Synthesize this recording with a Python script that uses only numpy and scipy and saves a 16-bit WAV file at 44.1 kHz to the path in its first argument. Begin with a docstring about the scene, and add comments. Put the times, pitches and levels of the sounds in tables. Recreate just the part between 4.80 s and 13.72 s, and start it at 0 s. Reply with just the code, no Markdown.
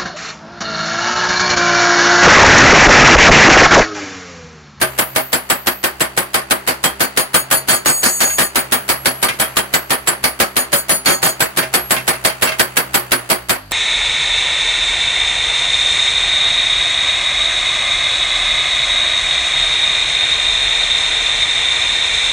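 """A roadside verge: a hydraulic hammer on a tracked rig drives a steel post, about six blows a second.
Each blow is a valve tick, a dense steel crash that holds its level briefly and dies away, and a high
ring that lasts until the cap seats again. Twice the cap works loose and the post sings; now and then
the cap drops back with a second clank. Underneath, oil whistles faintly and the diesel drones, sagging
towards the end."""
import sys
import numpy as np
from scipy import signal
from scipy.io import wavfile

SR = 44100
rng = np.random.default_rng(int(sys.argv[2]) if len(sys.argv) > 2 else 0)


def wav_record(signal):
    """Record a signal, one row per channel, as 16-bit PCM in the file named by sys.argv[1]."""
    frames = np.transpose(np.atleast_2d(signal))
    bounded = np.clip(frames, -1, 1)
    # unit amplitude maps onto the largest positive 16-bit level
    quanta = np.round(bounded * 32767).astype(np.int16)
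    wavfile.write(sys.argv[1], SR, quanta)


N = 393372
TIME = np.arange(N) / SR
SIDES = np.array([[.5], [-.5]])  # splits a left-right difference between the channels

# how alike the two channels are: (frequency [Hz], correlation [0-1])
STEREO_LIKENESS = [(30, .42), (60, .3), (130, .14), (290, .24), (640, .3), (1410, .04), (3100, .02),
                   (7000, 0)]
# the diesel's speed and load: (time [s], firing rate [Hz], exhaust boom level [dB])
ENGINE_RUN = [(0, 65.9, -39.5), (.6, 65.7, -50), (3.4, 66, -48), (4.7, 65.5, -42.5), (5.2, 65.75, -49.5),
              (6.3, 65.66, -48.5), (7.4, 64.8, -41.5), (8.1, 64.6, -43.5), (8.45, 60.6, -41),
              (8.649, 61.5, -49), (8.8, 51.2, -47), (8.92, 51, -48)]
# the diesel's other harmonics: (multiple of the firing rate, level [dB])
ENGINE_HARMONICS = [(1, -49), (3, -51.5), (4, -55.5), (5, -53.5), (6, -52.5)]
# colour of the engine and pump noise: (frequency [Hz], relative density [dB])
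DRONE_SPECTRUM = [(25, -9), (60, -14), (90, -1), (130, -12), (250, -7), (600, -2), (1500, 0), (3000, -4.5),
                  (4500, -28), (6500, -12), (10000, -14), (15000, -19)]
# colour of the valve tick: (frequency [Hz], relative density [dB])
TICK_SPECTRUM = [(100, 1), (500, 11), (1800, 9.5), (4000, 4.5), (7000, 2), (10500, 8.5), (15000, -14)]
# the ram lands: (time [s], relative crash level [dB])
BLOWS = [(0.0131, -13), (0.186, -13), (0.3594, -12.5), (0.5289, -12.5), (0.699, -12), (0.869, -14.5),
         (1.0381, -14), (1.2048, -13), (1.3739, -13), (1.5413, -12.5), (1.7078, -12.5), (1.874, -13),
         (2.0381, -12), (2.2037, -12.5), (2.372, -13), (2.541, -13), (2.7107, -12.5), (2.8832, -14),
         (3.0571, -14), (3.23, -14.5), (3.403, -15), (3.5822, -16), (3.7556, -12.5), (3.9204, -12.5),
         (4.0883, -13.5), (4.2563, -13), (4.4261, -13.5), (4.5975, -11.5), (4.7675, -12), (4.9368, -13),
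         (5.104, -12), (5.2721, -12.5), (5.4389, -14), (5.599, -12.5), (5.765, -13.4), (5.9276, -15),
         (6.092, -15), (6.2572, -15), (6.4276, -14), (6.6034, -13.5), (6.771, -13.5), (6.9373, -11.5),
         (7.1063, -12), (7.277, -13), (7.4477, -13), (7.6203, -11.5), (7.7938, -12.5), (7.9674, -12),
         (8.1411, -12), (8.3172, -11.5), (8.4989, -11.5), (8.6938, -12), (8.918, -10)]
# how the cap sits on the post: (time [s], looseness [0 tight to 1 bouncing clear])
CAP_LOOSENESS = [(0, 0.093), (1.7, 0.049), (2.2, 0.34), (2.37, 0.39), (2.71, 0.52), (2.88, 0.68),
                 (3.06, 0.91), (3.4, 0.93), (3.58, 0.61), (3.76, 0.34), (4.6, .2), (5.44, 0.19),
                 (5.93, 0.51), (6.09, 0.54), (6.26, 0.79), (6.43, 0.64), (6.6, 0.3), (8.7, 0.16)]
# how long the crash holds, and how a looser cap frees the post to ring longer and louder:
# (looseness [0-1], crash hold [s], free ring [s], low ring [dB], middle ring [dB], high ring [dB])
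SEATING = [(0, 0.014, 0.015, -42, -42, -22), (0.243, 0.021, 0.014, -23, -29, -20.5),
           (0.515, 0.028, 0.069, -23.5, -27, -16.5), (.75, 0.073, 0.082, -14, -20.5, -19.5),
           (0.994, 0.028, 0.193, -22, -16, -19)]
# pitches of the cap's high modes: (frequency [Hz])
CAP_HZ = [7660, 7790, 9572, 10237, 10485, 11516, 11649, 13210, 13992, 14166, 14925, 15725]
# how each of them rings: (level against the crash [dB], t60 before the cap seats [s])
CAP_MODES = [(-9.5, 0.1), (-12, 0.13), (-17, 0.086), (-13, 0.45), (-27, 0.1), (-17, 0.26), (-27, 0.27),
             (-17, 0.12), (-15.5, 0.32), (-14.5, 0.28), (-27, .17), (-21, 0.49)]
# spells when one cap mode sings on: (start [s], end [s], near frequency [Hz], level [dB], t60 [s])
ZING_SPELLS = [(0, .95, 14166, -22.5, 0.63), (3.85, 4.35, 11570, -24.5, 1.4), (4.5, 5.7, 11470, -31.5, 0.6),
               (4.85, 5.02, 14300, -16.5, 0.28), (6.01, 6.18, 10500, -7, 0.31),
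               (6.85, 7.03, 11516, -24, 0.76), (7.37, 8.06, 14100, -17, 0.18),
               (8.4, 8.8, 11400, -34.5, 0.48)]
# the cap drops back on the post: (time [s], relative level [dB])
CAP_DROPS = [(2.955, -30), (3.496, -22), (4.484, -13.5), (6.825, -20), (7.163, -15), (7.33, -24.5),
             (7.498, -24), (7.671, -14), (7.717, -19.5)]
# resonances of the dropping cap: (frequency [Hz], width [Hz], gain [dB])
CLANK_MODES = [(1086, 37, -15), (1558, 18, -15), (1635, 40, -6), (2116, 78, -2), (2410, 30, -8.5),
               (2670, 30, -6), (3100, 34, -12), (3240, 75, -16)]
# pitches of the post's modes: (frequency [Hz])
POST_HZ = [4488, 5930, 6717, 7731, 9558, 10237, 11229, 13210, 13992, 14925, 15455]
# how each of them rings: (gain [dB], free t60 [s], left over right [dB], left phase lead [rad])
POST_MODES = [(-5, 0.58, -0.5, -2), (-11, 0.24, 6, 1.5), (-6.5, 2.7, 0.5, 1.03), (-5, 1.2, -1, 2),
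              (-3.5, 1.05, 11, -1.9), (-14, 0.66, 11, 0), (-10, 1.7, -1, 1.8), (-12.5, 1.2, 6, -1.5),
              (-16, 1.5, 0, -1), (-10.5, 1, -10, 3.5), (-29, 0.37, 0, 17)]
# resonances of the hammer housing and cap: (frequency [Hz], width [Hz], gain [dB])
HOUSING_MODES = [(256, 15.5, -24.5), (363, 16.5, -18.5), (565, 39, -17.5), (640.3, 12.4, -16),
                 (788, 30, -17.5), (957, 98, -23), (1075, 23, -21), (1203, 26, -15.5), (1296, 11.5, -23),
                 (1466, 90, -20.5), (1541, 37, -15.5), (1649, 71, -15.5), (1804, 26, -17.5),
                 (2010, 21, -24.5), (2187, 105, -17), (2570, 9.7, -33), (3197, 56, -18.5), (4475, 420, -14),
                 (9650, 150, -10), (10470, 170, -32)]
# colour of the crash's dense steel modes: (frequency [Hz], relative density [dB])
CRASH_SPECTRUM = [(40, -21), (80, -4), (160, 2), (320, 1.5), (800, -0.5), (1600, 2), (2600, -2),
                  (4300, -3.5), (6000, -15), (8400, -5.5), (9900, -9), (12300, -20), (15500, -10)]
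# how fast the crash dies: (frequency [Hz], t60 [s])
CRASH_T60 = [(80, 0.078), (250, 0.15), (800, 0.23), (2000, 0.2), (6000, 0.045), (10000, 0.21),
             (15000, 0.059)]
# wash thrown back by rig, road and houses: (frequency [Hz], level against the crash [dB])
WASH_LEVELS = [(100, -62), (600, -3.5), (1500, -7.5), (4000, -13.5), (7000, -19.5), (15000, -34)]


def from_db(db):
    """Decibels to gain."""
    return 10 ** (np.asarray(db) / 20)


def unit_rms(x):
    """Scale to an rms of 1."""
    return x / np.sqrt(np.mean(x ** 2) + 1e-20)


def at_hz(points, hz):
    """Read a table on a log-frequency axis."""
    frequencies, values = np.transpose(points)
    return np.interp(np.log(hz), np.log(frequencies), values)


def attack(age, rise_s):
    """An onset that eases from 0 up to 1."""
    return 1 - np.exp(-age / rise_s)


def fade(age, t60):
    """Hold at 1 until age zero, then decay exponentially."""
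    return np.exp(-np.log(1000) * np.maximum(age, 0) / max(t60, .005))


def since(times):
    """For every sample: the latest event's index and its age in seconds (10 before the first)."""
    latest = np.searchsorted(times, TIME, side="right") - 1
    return np.maximum(latest, 0), np.where(latest < 0, 10, TIME - times[latest])


def drift(rate):
    """A smooth random modulator with rms 1 that moves about `rate` times a second."""
    hop, warm_up = 40, 2000
    pole = np.exp(-2 * np.pi * rate * hop / SR)
    white = rng.standard_normal(N // hop + warm_up + 2)
    slow = signal.lfilter([1], [1, -2 * pole, pole * pole], white)[warm_up:]
    return np.interp(np.arange(N) / hop, np.arange(len(slow)), unit_rms(slow))


def widen(pair, hz):
    """Two unrelated signals become mid and side of a stereo image, narrower in the bass."""
    alike = at_hz(STEREO_LIKENESS, hz)
    mid, side = np.sqrt((1 + alike) / 2) * pair[0], np.sqrt((1 - alike) / 2) * pair[1]
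    return np.array([mid + side, mid - side])


def bands(white, spectrum):
    """Half-octave stereo bands (centre, signal) that add up to the given colour with rms about 1."""
    edges = np.geomspace(24, 17000, 20)
    centres = np.sqrt(edges[1:] * edges[:-1])
    gains = from_db(at_hz(spectrum, centres)) * np.sqrt(np.diff(edges))
    for k, hz in enumerate(centres):
        bandpass = signal.butter(2, edges[k:k + 2], "band", fs=SR, output="sos")
        band = signal.sosfilt(bandpass, white[k % 2])  # neighbouring bands get unrelated noise
        yield hz, gains[k] / np.linalg.norm(gains) * unit_rms(widen(band, hz))


def coloured(spectrum):
    """A steady bed of stereo noise in the given colour."""
    return sum(band for _, band in bands(rng.standard_normal((2, 2, N)), spectrum))


def resonate(x, hz, width):
    """A resonance that keeps the rms of white noise."""
    pole = np.exp(-np.pi * width / SR)
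    gain = np.sqrt((1 - pole * pole) / 2)
    return signal.lfilter([gain, 0, -gain], [1, -2 * pole * np.cos(2 * np.pi * hz / SR), pole * pole], x)


def oil_whistle(level_db=-51, hz=4540, width_hz=220):
    """Oil whistles faintly through a valve all the time."""
    return from_db(level_db) * resonate(rng.standard_normal((2, N)), hz, width_hz)


def diesel(throb=0.4, waver=0.0038, flutter_db=3.0, drone_db=-39.0, follows_load=0.62, db_per_octave=22):
    """Firing harmonics, an exhaust boom on the second, and pump noise that throbs with the firing."""
    times, *columns = np.transpose(ENGINE_RUN)
    firing_hz, boom_db = [np.interp(TIME, times, column) for column in columns]
    phase = 2 * np.pi * np.cumsum(firing_hz * (1 + waver * drift(5.4))) / SR
    hum = 0
    for multiple, db in list(ENGINE_HARMONICS) + [(2, boom_db)]:
        gain = np.sqrt(2) * from_db(db + flutter_db * drift(6.0))
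        hum += gain * np.sin(multiple * phase + 2 * np.pi * rng.random())
    # the noise swells with load and speed
    load_db = follows_load * (boom_db - boom_db.mean())
    speed_db = db_per_octave * np.log2(firing_hz / firing_hz.mean())
    drone = from_db(drone_db + load_db + speed_db) * coloured(DRONE_SPECTRUM)
    return hum + (1 + throb * np.cos(phase)) * drone


def valve_ticks(lead_s=0.0082, hold_s=0.0047, t60=0.028, level_db=-24.5, scatter_db=2.0,
                ceiling_db=-25, scrape_s=0.0083, scrape_db=-3.0):
    """The valve ticks just before the ram lands; on its louder strokes a scrape swells into the blow."""
    start = np.transpose(BLOWS)[0]
    blow, age = since(start - lead_s)
    strength = from_db(level_db + scatter_db * rng.standard_normal(len(start)))[blow]
    tick = np.minimum(strength, from_db(ceiling_db))
    scrape = from_db(scrape_db) * (strength - tick) * np.exp(-abs(age - lead_s) / scrape_s)
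    return (tick * fade(age - hold_s, t60) + scrape) * coloured(TICK_SPECTRUM)


def strokes():
    """For each blow: time, crash level, looseness, then the SEATING values for that looseness."""
    start, crash_db = np.transpose(BLOWS)
    loose = np.interp(start, *np.transpose(CAP_LOOSENESS))
    steps, *columns = np.transpose(SEATING)
    return [start, crash_db, loose] + [np.interp(loose, steps, column) for column in columns]


def cap_zings(rise_s=0.0084, spread_rad=1.0, scatter_db=2.5):
    """In short spells, a single mode of the cap rings on thinly into the gap after each blow."""
    start = np.transpose(BLOWS)[0]
    out = np.zeros((2, N))
    for begin, end, near_hz, db, t60 in ZING_SPELLS:
        hz = min(CAP_HZ, key=lambda mode_hz: abs(mode_hz - near_hz))
        for blow_s in start[(start >= begin) & (start <= end)]:
            at = int(blow_s * SR)
            age = TIME[:min(SR, N - at)]
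            phase = 2 * np.pi * (hz * age + rng.random()) + spread_rad * rng.standard_normal((2, 1))
            gain = from_db(db + scatter_db * rng.standard_normal())
            out[:, at:at + len(age)] += gain * attack(age, rise_s) * fade(age, t60) * np.sin(phase)
    return out


def drop_envelope(trim_db, rise_s, t60):
    """A sharp swell and decay each time the cap drops back on the post."""
    start, db = np.transpose(CAP_DROPS)
    drop, age = since(start)
    return from_db(db[drop] + trim_db) * attack(age, rise_s) * fade(age, t60)


def cap_clanks():
    """The falling cap rattles briefly and rings in its own midrange modes."""
    rattle = drop_envelope(trim_db=0.5, rise_s=0.0012, t60=0.14) * rng.standard_normal((2, N))
    return sum(from_db(db) * widen(resonate(rattle, hz, width), hz) for hz, width, db in CLANK_MODES)


def cap_ring(rise_s=0.00048, scatter_db=3.0, buzz_rad=1.95, flutter_db=4.0, settle_t60=0.73,
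             seat_s=0.055, seated_t60=0.46):
    """The cap meets the ram a little differently each time, so every blow favours other modes."""
    start, crash_db, _, hold_s = strokes()[:4]
    blow, age = since(start)
    envelope = attack(age, rise_s) * fade(age - seat_s, seated_t60)  # seating damps the cap
    roughness = fade(age - hold_s[blow], settle_t60)
    out = 0
    for hz, (db, t60) in zip(CAP_HZ, CAP_MODES):
        chance = rng.standard_normal((len(start), 3))[blow].T  # level, left phase, right phase
        ring_db = crash_db[blow] + db + scatter_db * chance[0] + flutter_db * roughness * drift(90)
        phase = 2 * np.pi * (hz * TIME + chance[1:]) + buzz_rad * roughness * drift(80)
        out += from_db(ring_db) * envelope * fade(age - hold_s[blow], t60) * np.sin(phase)
    return out


def post_ring(trim_db=4.0, seated_t60=0.14, lingers_below_hz=4700, rise_s=0.0047, scatter_db=1.0,
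              flutter_db=3.5, buzz_rad=0.82, settle_t60=0.51, spread_rad=0.55):
    """The post rings freely while the cap is off it and is damped when the cap seats."""
    start, _, _, hold_s, free_s, *register_db = strokes()
    blow, age = since(start)
    roughness = fade(age - hold_s[blow], settle_t60)  # rough while the crash holds, then purer
    out = 0
    for hz, (db, free_t60, pan_db, lead_rad) in zip(POST_HZ, POST_MODES):
        damped_t60 = seated_t60 * (1 + (lingers_below_hz / hz) ** 4)  # high modes choke soonest
        envelope = attack(age, rise_s) * fade(age, free_t60) * fade(age - free_s[blow], damped_t60)
        drive_db = register_db[np.searchsorted([5500, 9000], hz)][blow]  # low, middle or high ring
        chance = rng.standard_normal((len(start), 3))[blow].T  # level, phase, stereo spread
        ring_db = drive_db + db + trim_db + scatter_db * chance[0] + flutter_db * roughness * drift(52)
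        phase = 2 * np.pi * (hz * TIME + chance[1]) + buzz_rad * roughness * drift(45)
        stereo_phase = (lead_rad + spread_rad * chance[2]) * SIDES
        pan = unit_rms(from_db(pan_db * SIDES))
        out += np.sqrt(2) * from_db(ring_db) * envelope * pan * np.sin(phase + stereo_phase)
    return out


def housing_ring(drive, blow, scatter_db=3.0):
    """The body of the crash: housing and cap resonate, and each blow favours other resonances."""
    burst = drive * rng.standard_normal((2, N))
    out = 0
    for hz, width, db in HOUSING_MODES:
        favour = from_db(db + scatter_db * rng.standard_normal(len(BLOWS)))[blow]
        out += widen(resonate(favour * burst, hz, width), hz)
    return out


def steel_crash(trim_db=1.4, repeat_share=0.3, rise_s=0.0014, rough_db=1.87, crack_db=9.5,
                crack_s=0.0077, treble_hold=0.36, wash_t60=0.41, wash_stretch=0.58, housing_t60=0.17):
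    """A dense steel crash holds its level briefly, then dies away."""
    start, crash_db, loose, hold_s = strokes()[:4]
    blow, age = since(start)
    force = from_db(crash_db[blow] + trim_db) * attack(age, rise_s)
    flicker = from_db(rough_db * drift(49))
    drop = drop_envelope(trim_db=-5.0, rise_s=rise_s, t60=0.22)  # the falling cap wakes the same modes
    # the same steel is struck each time, so part of the vibration repeats from blow to blow
    repeated = rng.standard_normal((2, 2, SR))[..., (age * SR).astype(int) % SR]
    fresh = rng.standard_normal((2, 2, N))
    white = np.sqrt(repeat_share) * repeated + np.sqrt(1 - repeat_share) * fresh
    wash_tail = fade(age / (1 + wash_stretch * loose[blow] ** 2), wash_t60)  # longer with a loose cap
    # the treble peaks early and lets go sooner
    crack = from_db(crack_db * np.exp(-age / crack_s)) - 1
    steel = 0
    for hz, band in bands(white, CRASH_SPECTRUM):
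        treble = hz / (hz + 3000)
        band_hold_s = hold_s[blow] * (1 + treble * (treble_hold - 1))
        hit = force * flicker * (1 + treble * crack) * fade(age - band_hold_s, at_hz(CRASH_T60, hz))
        wash = force * from_db(at_hz(WASH_LEVELS, hz)) * wash_tail
        clank = drop * flicker * (1 - 0.067 * treble)
        steel += band * np.sqrt(hit ** 2 + wash ** 2 + clank ** 2)
    housing_drive = flicker * (force * fade(age - hold_s[blow], housing_t60) + drop)
    return steel + housing_ring(housing_drive, blow)


def scene(start_pan_db=0.35, pan_db_per_s=-0.2):
    """Hammer and post in front of the running rig, drifting slightly from left to right."""
    pan = from_db((start_pan_db + pan_db_per_s * TIME) * SIDES)
    hammer = steel_crash() + cap_clanks() + valve_ticks() + post_ring() + cap_ring() + cap_zings()
    return pan * hammer + diesel() + oil_whistle()


def record(dry, ceiling=0.91, cutoff_hz=15900):
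    """Soft saturation rounds the peaks and a steep low-pass trims the very top."""
    lowpass = signal.ellip(10, .2, 70, cutoff_hz, fs=SR, output="sos")
    return signal.sosfilt(lowpass, ceiling * np.tanh(dry / ceiling))


dry = scene()
out = record(dry)
wav_record(out)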